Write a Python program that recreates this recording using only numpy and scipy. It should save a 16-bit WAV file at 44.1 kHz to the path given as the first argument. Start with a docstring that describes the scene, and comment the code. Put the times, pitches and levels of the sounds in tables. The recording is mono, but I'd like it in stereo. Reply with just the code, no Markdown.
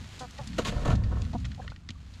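"""Hens at a wooden coop in a backyard, over quiet air and the rustle of dry leaves under the flock.
First come two of four short, soft clucks, pulse trains shaped by throat resonances, amid claw taps.
From about 0.6 s a hen scuffs and treads across the hollow floor: stick-slip grains ring the boards,
a slipping claw squeaks, and decaying thumps and filtered noise make the rumble, strongest near 0.9 s.
Noise-burst claw ticks on the ramp and the rustle of leaves run on; two more clucks come after 1.3 s."""
import sys
import numpy as np
from scipy import signal
from scipy.fft import rfft, irfft
from scipy.io import wavfile
from scipy.ndimage import uniform_filter1d

SR = 44100
rng = np.random.default_rng(int(sys.argv[2]) if len(sys.argv) > 2 else 0)


def transcribe(signal):
    """Save signal, clipped to [-1, 1], as a 16-bit WAV file at the path in sys.argv[1]."""
    frames = np.atleast_2d(signal).T
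    limited = np.clip(frames, -1, 1)
    pcm = np.round(limited * 32767).astype(np.int16)
    wavfile.write(sys.argv[1], SR, pcm)


N = 97020
T = np.arange(N) / SR  # t/s


# Clucks, some in two parts: t/s, length/s, starting pitch f/Hz, pitch fall/octaves over the length,
# level/dB, sharpness of the throat resonance (a factor on the throat's dB)
CLUCKS = [(0.204, 0.05, 254, 0.06, -40, 1.5), (0.386, 0.019, 275, -0.065, -37, 2),
          (0.405, 0.019, 249, -0.037, -45.5, 3.8), (1.331, 0.0077, 236, 0.15, -36, 2.5),
          (1.345, 0.017, 244, 0.08, -36, 2.9), (1.575, 0.021, 239, -0.43, -51, 8.1),
          (1.593, 0.0094, 250, -0.041, -33.5, 3.9)]
# Throat and beak resonance: f/Hz, level/dB before the sharpness factor
THROAT = [(380, -12), (520, -5), (780, -3.5), (1020, -7), (1270, -10.5), (1550, -13), (3500, -56)]
CLUCK_ATTACK_S, CLUCK_RELEASE_S = 0.0081, 0.016
CLUCK_ARCH, CLUCK_JITTER = 0.029, 0.02  # octaves: rise in mid-call, random spread
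CLUCK_SHIMMER = 0.24  # random spread of amplitude, as a fraction
CLUCK_ECHO_DB = -14.5


def clucks():
    """Source-filter principle: harmonics of a gliding, arched pitch are weighted by the throat."""
    out = np.zeros(N)
    for start, length, hz, fall, db, sharpness in CLUCKS:
        t = T - start
        progress = np.clip(t / length, 0, 1.3)
        jitter, shimmer = waver(), waver()
        arch = CLUCK_ARCH * np.sin(np.pi * progress)
        pitch = hz * 2 ** (-fall * progress + arch + CLUCK_JITTER * jitter)
        attack = np.clip(t / CLUCK_ATTACK_S, 0, 1)
        release = np.clip((length - t) / CLUCK_RELEASE_S + .5, 0, 1)
        envelope = attack * release
        on = envelope > 0
        harmonic = np.arange(1, 13)[:, None]
        throat_db = np.interp(harmonic * pitch[on], *np.transpose(THROAT))
        cycles = harmonic * np.cumsum(pitch[on]) / SR + .5 * rng.random(harmonic.shape)
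        voice = np.sum(from_db(sharpness * throat_db) * np.sin(2 * np.pi * cycles), axis=0)
        loudness = envelope * (1 + CLUCK_SHIMMER * shimmer)
        out[on] += from_db(db) * rms_one(voice) * loudness[on]
    out = np.array([out, out])
    return out + from_db(CLUCK_ECHO_DB) * yard(out)


# Feet scuffing on the boards: t/s, rise/s, hold/s, fade t60/s, wood level/dB, grit level/dB
SCUFFS = [(0.581, 0.0032, 0.0049, 0.047, -23, -32.5), (0.576, 0.0099, 0.0075, 0.22, -36, -40),
          (0.645, 0.0063, 0.013, 0.088, -38.5, -36.5), (0.66, 0.015, 0.0065, 0.14, -36, -34),
          (0.713, 0.01, 0.17, 0.12, -42.5, -58), (0.85, 0.0025, 0.018, 0.32, -32.5, -42.5),
          (0.898, 0.0044, 0.007, 0.15, -31.5, -40.5), (0.928, .01, 0.14, 0.43, -51, -68),
          (1.092, 0.022, 0.013, 0.6, -43, -70), (1.608, 0.013, 0.006, 0.33, -51.5, -56.5)]
# Ringing modes of the boards: f/Hz, level/dB
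BOARDS = [(300, 1), (468, 3.5), (593, 3.5), (730, -1.5), (930, -3), (1085, -2), (1300, -3), (1490, -6),
          (1780, -5.5)]
# Spectrum of claws dragging over grit: f/Hz, level/dB
GRIT = [(700, -6), (1500, 4.5), (3000, 4.5), (4100, 4), (5300, -5), (7000, -1), (8300, -11.5), (12000, -21),
        (15500, -36)]
SCUFF_GRAINS_PER_S, SCUFF_SPREAD_DB = 3500, 1
BOARD_WIDTH_HZ, WOOD_TOP_HZ = 60, 5000
STICK_SLIP_DB, MODE_FLICKER_DB = 3.0, 2.5  # random spread of the grip and of each mode


def scuffs():
    """Stick-slip friction: random slips excite the modes of the boards and hiss over the grit."""
    lowpass = signal.butter(2, WOOD_TOP_HZ, fs=SR, output="sos")
    slips = signal.sosfilt(lowpass, widen(grains(SCUFF_GRAINS_PER_S, SCUFF_SPREAD_DB)))
    grit = widen(colour(grains(SCUFF_GRAINS_PER_S, SCUFF_SPREAD_DB), GRIT))
    push, drag = 0, 0
    for start, rise, hold, t60, wood_db, grit_db in SCUFFS:
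        envelope = stroke(start, rise, hold, t60)
        # overlapping strokes add in power
        push = np.hypot(push, envelope * from_db(wood_db))
        drag = np.hypot(drag, envelope * from_db(grit_db))
    grip = rms_one(from_db(STICK_SLIP_DB * waver()))
    wood = 0
    # as the foot moves, it favours one mode and then another
    for k, mode in enumerate(BOARDS):
        flicker = rms_one(from_db(MODE_FLICKER_DB * waver()))
        wood = wood + (-1) ** k * resonate(slips * push * grip * flicker, [mode], BOARD_WIDTH_HZ)
    wood = wood / np.std(resonate(slips, BOARDS, BOARD_WIDTH_HZ))
    return wood + grit * drag * np.sqrt(grip)


# Thin squeaks: t/s, length/s, mean f/Hz, level/dB at the middle
SQUEAKS = [(0.64, 0.058, 1100, -39.5), (0.85, .016, 1161, -36.5), (0.904, 0.024, 1338, -38),
           (1.615, 0.011, 1670, -49.5), (1.952, .014, 1183, -58.5)]
SQUEAK_WAVER = .025  # random spread of frequency, as a fraction


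def squeaks():
    """Friction-driven oscillation: a slipping claw sings briefly on one unsteady note."""
    out = 0
    for start, length, hz, db in SQUEAKS:
        swell = np.sin(np.pi * np.clip((T - start) / length, 0, 1))
        cycles = hz * np.cumsum(1 + SQUEAK_WAVER * waver()) / SR
        out = out + from_db(db) * np.sqrt(2) * swell * np.sin(2 * np.pi * cycles)
    return out


# Claw taps on the ramp: t/s, level/dB, centre f/Hz, t60/s
TAPS = [(.192, -41.5, 5830, 0.16), (0.308, -46.5, 8000, 0.018), (0.381, -42.5, 3450, 0.05),
        (0.473, -39.5, 6460, 0.03), (0.531, -44, 2700, 0.032), (0.954, -39.5, 4930, .025),
        (1.036, -46.5, 3460, 0.074), (1.219, -40, 5200, 0.0083), (1.249, -47, 3900, 0.028),
        (1.33, -49, 3850, 0.07), (1.382, -52, 5270, 0.019), (1.401, -51.5, 5400, 0.03),
        (1.445, -43.5, 2400, 0.067), (1.451, -41.5, 4300, 0.049), (1.516, -43, 3100, 0.023),
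        (1.546, -47.5, 4300, 0.015), (1.678, -39.5, 2300, 0.0093), (1.7, -49.5, 3700, 0.075),
        (1.719, -48, 1630, 0.0083), (1.761, -48, 2850, 0.012), (1.889, -36, 3240, 0.022),
        (1.9045, -36.5, 4030, 0.015), (2.137, -53.5, 4170, 0.12)]
# Modes of the thin ramp, ringing under a claw: f/Hz, level/dB
RAMP = [(522, 13.5), (1480, 4), (1870, -1.5), (2720, -6.5)]
RAMP_WIDTH_HZ = 106
TAP_ATTACK_S, TAP_OCTAVES = .0006, 1.6  # rise; bandwidth in octaves
TAP_BODY_DB, TAP_ECHO_DB = 6.5, -14.5  # ramp; scatter


def taps():
    """Impact excitation: decaying noise bands ring the ramp, the duller ones most."""
    out = 0
    crack = widen(colour(rng.standard_normal((2, N)), LEAVES))
    for start, db, hz, t60 in TAPS:
        edges = hz * 2 ** (np.array([-.5, .5]) * TAP_OCTAVES)
        band = signal.butter(2, edges, "band", fs=SR, output="sos")
        envelope = stroke(start, TAP_ATTACK_S, 2 * TAP_ATTACK_S, t60)
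        out = out + from_db(db) * envelope * rms_one(signal.sosfilt(band, crack))
    out = out + from_db(TAP_BODY_DB) * resonate(out, RAMP, RAMP_WIDTH_HZ)
    return out + from_db(TAP_ECHO_DB) * yard(out)


# Footfalls on the hollow floor: t/s, thump level/dB, thump f/Hz
FOOTFALLS = [(0.399, -34.5, 129), (.583, -24, 245), (0.678, -26, 169), (0.758, -22.5, 67.5),
             (0.855, -22, 271), (0.878, -20, 132), (0.926, -22, 104), (1.346, -27, 240), (1.894, -37, 235)]
# Modes of the floor: f/Hz, level/dB
FLOOR_MODES = [(120, 0), (165, 3), (212, 0), (263, -4), (306, -12.5)]
FLOOR_WIDTH_HZ, FLOOR_DB = 29.7, 6.5  # mode bandwidth; level of the ringing
THUMP_CYCLES = 10.1  # cycles of a thump's t60


def footfalls():
    """Damped oscillation: each step is a decaying sine that sets the floor's modes ringing."""
    out = 0
    for start, db, hz in FOOTFALLS:
        envelope = stroke(start, .5 / hz, 0, THUMP_CYCLES / hz)
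        out = out + from_db(db) * envelope * np.sin(2 * np.pi * hz * (T - start))
    return out + from_db(FLOOR_DB) * resonate(out, FLOOR_MODES, FLOOR_WIDTH_HZ)


# Rumble levels of the depths, the boom and the upper part: t/s, level/dB
DEPTHS = [(.42, -61), (.68, -39), (.9, -28), (.98, -33.5), (1.6, -57)]
BOOM = [(0, -41), (.1, -49), (.34, -49.5), (.6, -38.5), (.85, -44), (.94, -24.5), (1.25, -29.5), (1.3, -37),
        (1.471, -31.5), (1.56, -44), (1.7, -38.5), (1.8, -53), (1.9, -43), (2.2, -46.5)]
UPPER = [(0, -43.5), (.13, -63), (.23, -46), (.33, -61.5), (.5, -40), (.82, -39.5), (.94, -29.5),
         (1.06, -40), (1.42, -40.5), (1.8, -57), (2.2, -58)]
# Spectrum of the boom: f/Hz, level/dB
BOOM_SPECTRUM = [(35, -41), (59, 2.5), (74, -3), (99, -3.5), (170, -28.5), (400, -103)]
DEPTHS_HZ = 31.9  # centre of a band one octave wide


def rumble():
    """Forced vibration: low noise and the floor's modes swell as the hen crosses the coop floor."""
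    white = rng.standard_normal((3, 2, N))
    edges = [DEPTHS_HZ / np.sqrt(2), DEPTHS_HZ * np.sqrt(2)]
    depths = signal.sosfilt(signal.butter(2, edges, "band", fs=SR, output="sos"), white[0])
    boom = colour(white[1], BOOM_SPECTRUM)
    upper = resonate(white[2], FLOOR_MODES, FLOOR_WIDTH_HZ)
    upper = signal.sosfilt(signal.butter(2, [110, 330], "band", fs=SR, output="sos"), upper)
    out = 0
    for noise, curve in ((depths, DEPTHS), (boom, BOOM), (upper, UPPER)):
        noise = widen(noise)
        # even out the noise's own swells, so that the curve alone sets the level
        power = uniform_filter1d(np.mean(noise ** 2, axis=0), size=1800)
        out = out + level(curve) * noise / np.sqrt(power)
    return out


# Rustle of dry leaves: t/s, level/dB
RUSTLE = [(0, -54), (.17, -50.5), (.28, -55), (.42, -52), (.85, -51), (1.0, -62), (1.2, -56), (1.6, -60),
          (1.84, -67), (2.2, -58.5)]
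# Spectrum of the leaves, also of the noise in the claw taps: f/Hz, level/dB
LEAVES = [(400, 2), (1500, 3.5), (4300, 2), (5600, -3), (7000, -3), (8500, -11), (12000, -19), (15500, -34)]
LEAF_GRAINS_PER_S, LEAF_SPREAD_DB = 4000, 2.5


def leaves():
    """Granular noise: many random clicks make dry leaves crackle under the foraging flock."""
    return level(RUSTLE) * widen(colour(grains(LEAF_GRAINS_PER_S, LEAF_SPREAD_DB), LEAVES))


# Spectrum of the quiet yard air: f/Hz, relative level/dB
AIR = [(150, 14.5), (600, -10.5), (1400, -5.5), (12000, -80)]
AIR_DB = -57


def yard_air():
    """Stationary noise: white noise given the spectrum of quiet air."""
    return from_db(AIR_DB) * widen(colour(rng.standard_normal((2, N)), AIR))


YARD_T60_S, YARD_HZ = 0.039, 4760  # decay before the lowpass; its corner


def yard(x):
    """Diffuse reflection: convolution with short, dull scatter from the coop walls and ground."""
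    t = T[:SR // 4]
    tail = rng.standard_normal((2, len(t))) * from_db(-60 * t / YARD_T60_S) * (t > .003)
    tail = signal.sosfilt(signal.butter(1, YARD_HZ, fs=SR, output="sos"), tail)
    return signal.fftconvolve(x, tail / np.sqrt(np.sum(tail ** 2) / 2), axes=1)[:, :N]


def resonate(x, modes, width_hz):
    """Modal superposition: parallel resonances of a plank, with alternating signs."""
    out, r = 0, np.exp(-np.pi * width_hz / SR)
    for k, (hz, db) in enumerate(modes):
        poles = [1, -2 * r * np.cos(2 * np.pi * hz / SR), r * r]
        ringing = signal.lfilter([1, 0, -1], poles, x + 1e-18)
        out = out + (-1) ** k * from_db(db) * ringing
    return out * (1 - r * r) / 2


def stroke(start, rise, hold, t60):
    """Exponential decay: a linear rise and a hold, then a fade of 60 dB per t60."""
    t = T - start
    return np.clip(t / rise, 0, 1) * from_db(-60 * np.maximum(t - rise - hold, 0) / t60)


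def grains(per_s, spread_db):
    """Poisson-like impulses: two streams of random clicks of uneven size and either sign."""
    size = from_db(spread_db * np.minimum(rng.exponential(1, (2, N)), 4))
    return (rng.random((2, N)) < per_s / SR) * size * rng.choice([-1, 1], (2, N))


def waver():
    """Low-pass randomness: smooth chance that changes every few milliseconds, at unit rms."""
    return rms_one(uniform_filter1d(uniform_filter1d(rng.standard_normal(N), size=130), size=90))


# Stereo width: f/Hz, side minus mid level/dB
WIDTH = [(60, -46), (300, -13), (1300, -6.5), (3000, -4.5), (10000, 0)]


def widen(pair):
    """Interchannel coherence: two noises become left and right, alike in bass, apart in treble."""
    side = colour(pair[1], WIDTH)
    return np.array([pair[0] + side, pair[0] - side]) / np.std(pair[0])


def colour(x, points):
    """Linear filtering: weight the spectrum by points of f/Hz, level/dB."""
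    hz, db = np.transpose(points)
    bins = np.maximum(np.arange(N // 2 + 1) * SR / N, 1)
    return irfft(rfft(x) * from_db(np.interp(np.log(bins), np.log(hz), db)), N)


def level(rows):
    """Amplitude modulation: gain in time from points of t/s, level/dB."""
    return from_db(np.interp(T, *np.transpose(rows)))


def from_db(db):
    """Logarithmic level: decibels to amplitude gain."""
    return 10 ** (np.asarray(db) / 20)


def rms_one(x):
    """Effective value: scale to unit rms."""
    return x / np.sqrt(np.mean(x ** 2) + 1e-20)


# Lean towards the coop on the left: f/Hz, left minus right level/dB
LEAN = [(700, 1.35), (1500, 3.5), (2800, 5), (5000, 2), (9000, -1)]


def scene():
    """Superposition: all sources add, then an interchannel level difference leans them left."""
    pair = clucks() + scuffs() + squeaks() + taps() + footfalls() + rumble() + leaves() + yard_air()
    left = colour(pair[0], [(hz, db / 2) for hz, db in LEAN])
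    right = colour(pair[1], [(hz, -db / 2) for hz, db in LEAN])
    return np.array([left, right])


CUTOFF_HZ = 15700


def record(dry):
    """Band limiting: a steep elliptic lowpass cuts the top."""
    return signal.sosfilt(signal.ellip(10, .1, 80, CUTOFF_HZ, fs=SR, output="sos"), dry)


dry = scene()
out = record(dry)
transcribe(out)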